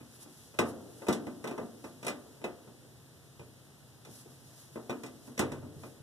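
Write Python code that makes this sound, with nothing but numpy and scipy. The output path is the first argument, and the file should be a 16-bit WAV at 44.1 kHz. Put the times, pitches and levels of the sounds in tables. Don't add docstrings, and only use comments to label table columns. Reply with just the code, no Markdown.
import sys
import numpy as np
from scipy import signal
from scipy.fft import rfft, irfft, next_fast_len
from scipy.io import wavfile

SR = 44100
rng = np.random.default_rng(int(sys.argv[2]) if len(sys.argv) > 2 else 0)


def master_out(mix):
    frames = np.transpose(np.atleast_2d(mix))
    ceiling = np.clip(frames, -1, 1)
    pcm = np.round(ceiling * 32767).astype(np.int16)
    wavfile.write(sys.argv[1], SR, pcm)


N = 265878


def from_db(db):
    return 10 ** (np.asarray(db) / 20)


def unit_rms(x):
    return x / np.sqrt(np.mean(x ** 2) + 1e-20)


def butter(x, order, hz, kind):
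    return signal.sosfilt(signal.butter(order, hz, kind, fs=SR, output="sos"), x)


def at_hz(rows, hz):
    freqs, *columns = np.transpose(rows)
    return [np.interp(np.log(hz), np.log(freqs), column) for column in columns]


def clicks(times_s, heights):
    out = np.zeros(N)
    np.add.at(out, np.clip(np.round(times_s * SR).astype(int), 0, N - 1), heights)
    return out


def fade(x, t60_s):
    pole = from_db(-60 / (t60_s * SR))
    return signal.lfilter([1], [1, -pole], x + 1e-18)


def ring(x, hz, t60_s):
    radius, angle = from_db(-60 / (t60_s * SR)), 2 * np.pi * hz / SR
    return signal.lfilter([0, np.sin(angle)], [1, -2 * radius * np.cos(angle), radius ** 2], x + 1e-18)


def soften(x, lag_s):
    pole = np.exp(-1 / (lag_s * SR))
    return signal.lfilter([1 - pole], [1, -pole], x)


def noise_bands():
    edges_hz = 30 * 2 ** np.arange(0, 9.6, .5)
    white = rng.standard_normal((2, 2, N))
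    for k, (low, high) in enumerate(zip(edges_hz, edges_hz[1:])):
        band = butter(white[k % 2], 2, [low, min(high, SR / 2.1)], "band")
        yield np.sqrt(low * high), unit_rms(band)


def coloured(spectrum):
    size = next_fast_len(N)
    gain = from_db(at_hz(spectrum, np.fft.rfftfreq(size, 1 / SR) + 1)[0])
    white = rng.standard_normal((2, size))
    return unit_rms(irfft(rfft(white) * gain, size)[:, :N])


def contacts(rebound_s=.02, loss_db=9, dulling_db=12):
    # (time [s], strength [dB], hardness [dB], depth [dB])
    knocks = [(0.005, -50, -7, 7.5), (0.256, -50.5, -14, 3), (0.54, -49.5, 0, -1), (0.588, -20, 1.5, -3),
              (1.019, -40, -8, -7), (1.067, -38, 1, -8), (1.084, -23, 2, 3.5), (1.126, -41.5, 19, -13),
              (1.163, -46, -16, 4), (1.267, -38, -3, 7), (1.441, -31.5, -2.5, -5), (1.473, -37.5, 7, 2),
              (1.51, -35.5, -4.5, -2), (1.578, -29.5, -13, -4), (1.612, -44, -23, 12.5),
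              (1.841, -39, -1.5, -1.5), (2.028, -43.5, 8, 6.5), (2.046, -41.5, 9.5, 8),
              (2.066, -34, 10, -5), (2.08, -32, 10, -4.5), (2.415, -46.5, -4, 0), (2.441, -31, -1, -4.5),
              (2.675, -48, -22, 0.5), (3.394, -47.5, -1, -1), (4.049, -54.5, 15, -8),
              (4.069, -49, -19, 6.5), (4.254, -50, -28, 0.5), (4.757, -34, -17, -4),
              (4.895, -30.5, -5.5, -2), (4.904, -38, 2, 3), (5.034, -42.5, 9.5, -2), (5.062, -51, 14, 4.5),
              (5.276, -47, -9, 8), (5.377, -39.5, 11.5, 1), (5.392, -23, 6.5, -1.5), (5.518, -38, 3, -6),
              (5.626, -45, -18, 5.5), (5.834, -41.5, -4.5, 2)]
    rebound = np.array([rebound_s, -loss_db, -dulling_db, 0])
    return np.array([row for knock in np.array(knocks) for row in (knock, knock + rebound)])


def blow_db(hz, boom_full_hz=277, boom_top_hz=350, hard_full_hz=3520):
    # (frequency [Hz], level [dB])
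    blow = [(270, -3), (350, -2.5), (500, -1), (750, -3.5), (1600, -3.5), (3800, -8)]
    _, strength_db, hardness_db, depth_db = contacts().T
    bass = at_hz([(boom_full_hz, 1), (boom_top_hz, 0)], hz)[0]
    treble = min(hz / hard_full_hz, 1) ** 1.4
    return strength_db + at_hz(blow, hz)[0] + bass * depth_db + treble * hardness_db


def struck(modes, scatter_db, travel_s):
    times_s, out = contacts()[:, 0], np.zeros((2, N))
    shape = (len(times_s), len(modes))
    spot_db = scatter_db * rng.standard_normal(shape)
    delay_s = rng.uniform(0, travel_s, shape)
    for k, (hz, mode_db, t60_s) in enumerate(modes):
        heights = from_db(blow_db(hz) + mode_db + spot_db[:, k]) * (-1) ** k
        drive = clicks(times_s + delay_s[:, k], heights)
        side = rng.random() ** 3 - .1
        out += ring(drive, hz, t60_s) * np.array([[1 - side], [side]])
    return out


def door(sheet_db=-4, lip_db=-7):
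    # (frequency [Hz], level [dB], t60 [s])
    sheet_modes = [(181, -10.5, 0.22), (204, -7, 0.23), (227, -8, 0.61), (240.5, -2, 0.24),
                   (254.3, -6, 0.52), (291.9, -6, 0.29), (300, -5, 0.32), (338.3, -5, 0.25),
                   (361.5, -1.5, 0.26), (377, -16.5, 0.15), (416, -7.5, 0.29), (447, -6.5, 0.34),
                   (463.3, -2, 0.14), (518, -14.5, 0.51), (540, -8, 0.17), (585, -11, 0.43),
                   (624, -10, 0.29), (698.4, -16, 0.66), (766, -19.5, 0.4), (888.5, -7.5, 0.15),
                   (943, -6.5, 0.081), (1055.6, -10, 0.22), (1093, -20.5, 0.29), (1194, -12.5, 0.27),
                   (1270, -11, 0.19), (1375, -13.5, .2), (1490, -13, 0.18), (1537, -14, 0.25),
                   (1690, -39, 0.15), (2012, -8, 0.18)]
    # (frequency [Hz], level [dB], t60 [s])
    lip_modes = [(1923, -10, 0.087), (2075, -3, 0.065), (2420, -2, 0.14), (2544, -2.5, 0.12),
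                 (3487, -10.5, 0.067), (3810, -9, 0.063), (5160, -15, 0.054), (5740, -5.5, 0.047),
                 (6100, -24, 0.046), (9060, -1, 0.031)]
    sheet = struck(sheet_modes, scatter_db=1.7, travel_s=.004044)
    lip = struck(lip_modes, scatter_db=5, travel_s=.002014)
    return from_db(sheet_db) * sheet + from_db(lip_db) * lip


def cabinet(gain_db=-2, right_db=-5, build_cycles=.13, seat_s=.00085, room_build_s=.018):
    # (frequency [Hz], level [dB], t60 [s])
    fine_modes = [(60, -33, 0.24), (117, -16.5, 0.15), (242, -9.5, 0.14), (460, -7, 0.13),
                  (880, -8.5, 0.24), (1620, -15, 0.25), (2370, -11.5, 0.17), (3230, -15, 0.15),
                  (5600, -12.5, 0.13), (9600, -13, 0.16), (14200, -14, 0.072)]
    # (frequency [Hz], relative level [dB], t60 [s])
    reverb = [(102, -24, 2), (276, -8.5, 1.59), (746, -21, 1.27), (1500, -8.5, 0.38), (3900, -7, 0.14),
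              (12000, -35, 0.13)]
    times_s, out = contacts()[:, 0], np.zeros((2, N))
    for hz, noise in noise_bands():
        band_db, t60_s = at_hz(fine_modes, hz)
        room_db, room_t60_s = at_hz(reverb, hz)
        hits = clicks(times_s, from_db(blow_db(hz) + band_db) ** 2)
        energy = soften(hits, seat_s)
        near = soften(fade(energy, t60_s / 2), build_cycles / hz)
        room = soften(fade(energy, room_t60_s / 2), room_build_s) * from_db(room_db) ** 2
        out += noise * np.sqrt(near * from_db([[0], [right_db]]) ** 2 + room / 2)
    return from_db(gain_db) * out


def edge_ticks(gain_db=4.5, t60_s=.0054, band_hz=(6500, 12000), build_s=.0029, firm_db=-30):
    times_s, tick_db = contacts()[:, 0], blow_db(band_hz[0])
    crack_db = tick_db + .74 * np.maximum(tick_db - firm_db, 0)
    envelope = soften(fade(clicks(times_s, from_db(crack_db)), t60_s), build_s)
    noise = unit_rms(butter(rng.standard_normal(N), 2, band_hz, "band"))
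    return from_db(gain_db) * noise * envelope


def room_air(gain_db=-54.5):
    # (frequency [Hz], density [dB])
    spectrum = [(25, 8), (55, -7), (85, -5), (130, 6.5), (185, -7.5), (240, -5), (420, -8.5), (600, -12),
                (1100, -18), (2000, -20), (4000, -20.5), (7500, -23), (10500, -21.5), (14000, -28.5)]
    return from_db(gain_db) * diffuse(spectrum)


def rubbing(rustle_db=-66.5, ease_s=.045):
    # (centre [s], peak [dB], half-power width [s])
    strokes = [(0.162, -59, 0.078), (0.225, -52, 0.03), (.39, -60.5, 0.18), (0.69, -54.5, 0.045),
               (1.013, -59, 0.15), (1.86, -61, 0.055), (4.167, -54.5, 0.081), (4.324, -63, 0.041),
               (4.476, -61.5, 0.047), (4.602, -57.5, 0.089), (4.75, -62, 0.033), (5.266, -59, 0.055),
               (5.851, -60, 0.11)]
    # (start [s], end [s])
    arm_moves = [(0, 2.38), (4.05, 5.45)]
    t = np.arange(N) / SR
    stroke_power = sum(from_db(peak_db) ** 2 * .5 ** ((2 * (t - centre_s) / width_s) ** 2)
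                       for centre_s, peak_db, width_s in strokes)
    moving = soften(sum((t > start_s) & (t < end_s) for start_s, end_s in arm_moves), ease_s)
    return np.sqrt(stroke_power + from_db(rustle_db) ** 2 * moving)


def sleeve(grain_db=1, grain_s=.0086, zip_db=-3, zip_hz=(9400, 11200)):
    # (frequency [Hz], density [dB])
    spectrum = [(500, 0.5), (1500, -2.5), (3000, -1), (4500, 2.5), (6000, 4), (7600, 2), (9600, 2.5),
                (10200, 8.5), (10900, -4), (12500, 0), (14500, -5)]
    clumps_db = grain_db * unit_rms(soften(rng.standard_normal(N), grain_s))
    rub = rubbing()
    weave = unit_rms(butter(rng.standard_normal((2, N)), 2, zip_hz, "band"))
    cloth = diffuse(spectrum) + from_db(zip_db) * weave * rub / rub.max()
    return cloth * rub * from_db(clumps_db)


def flex():
    # (time [s], level [dB])
    thuds = [(0.591, -40), (1.092, -48), (3.398, -50), (5.395, -35), (5.519, -40.5), (5.583, -48),
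             (5.625, -49), (5.761, -45), (6.001, -50)]
    # (frequency [Hz], level [dB], t60 [s])
    bending_modes = [(93.9, -5.5, 0.77), (125.4, -6.5, 0.64), (142.3, 2, 0.28)]
    times_s, thud_db = np.transpose(thuds)
    push = clicks(times_s, from_db(thud_db))
    return sum(from_db(mode_db) * ring(push, hz, t60_s) for hz, mode_db, t60_s in bending_modes)


def stereo_widening(sides):
    # (frequency [Hz], phase [rad])
    widening_phase = [(0, 0), (90, -.6), (400, -1.0), (750, -.6), (1050, 0), (1350, .15), (2150, 2.9),
                      (2450, 3.4), (3250, 6.1), (3550, 6.45), (4500, 9.42), (14600, 37.7)]
    size = next_fast_len(N + SR // 10)
    phase_rad = np.interp(np.fft.rfftfreq(size, 1 / SR), *np.transpose(widening_phase))
    shift = np.exp(.5j * phase_rad)
    left, right = rfft(sides, size)
    return irfft(np.array([left * shift + right / shift, left / shift + right * shift]), size)[:, :N]


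def diffuse(spectrum, split_hz=5500):
    shared = butter(stereo_widening(coloured(spectrum)) / np.sqrt(2), 3, split_hz, "low")
    return shared + butter(coloured(spectrum), 3, split_hz, "high")


def glances(sound, share=.61, above_hz=5000, t60_s=.0094):
    size = next_fast_len(N + SR // 10)
    t = np.arange(SR // 100) / SR
    paths = rng.standard_normal((2, len(t))) * from_db(-60 * t / t60_s)
    paths /= np.linalg.norm(paths, axis=1, keepdims=True)
    hz = np.fft.rfftfreq(size, 1 / SR)
    scattered = share * hz ** 6 / (hz ** 6 + above_hz ** 6)
    response = np.sqrt(1 - scattered) + np.sqrt(scattered) * rfft(paths, size)
    return irfft(rfft(sound, size) * response, size)[:, :N]


def scene():
    from_left, balance = np.array([[1], [0]]), from_db([[.3], [-.3]])
    metal = door() + cabinet() + (edge_ticks() + flex()) * from_left
    air = room_air()
    return (glances(stereo_widening(metal)) + air) * balance + sleeve()


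def record(dry, low_cut_hz=69.5, high_cut_hz=14300):
    thin = butter(dry, 4, low_cut_hz, "high")
    return signal.sosfilt(signal.ellip(10, .1, 80, high_cut_hz, fs=SR, output="sos"), thin)


dry = scene()
out = record(dry)
master_out(out)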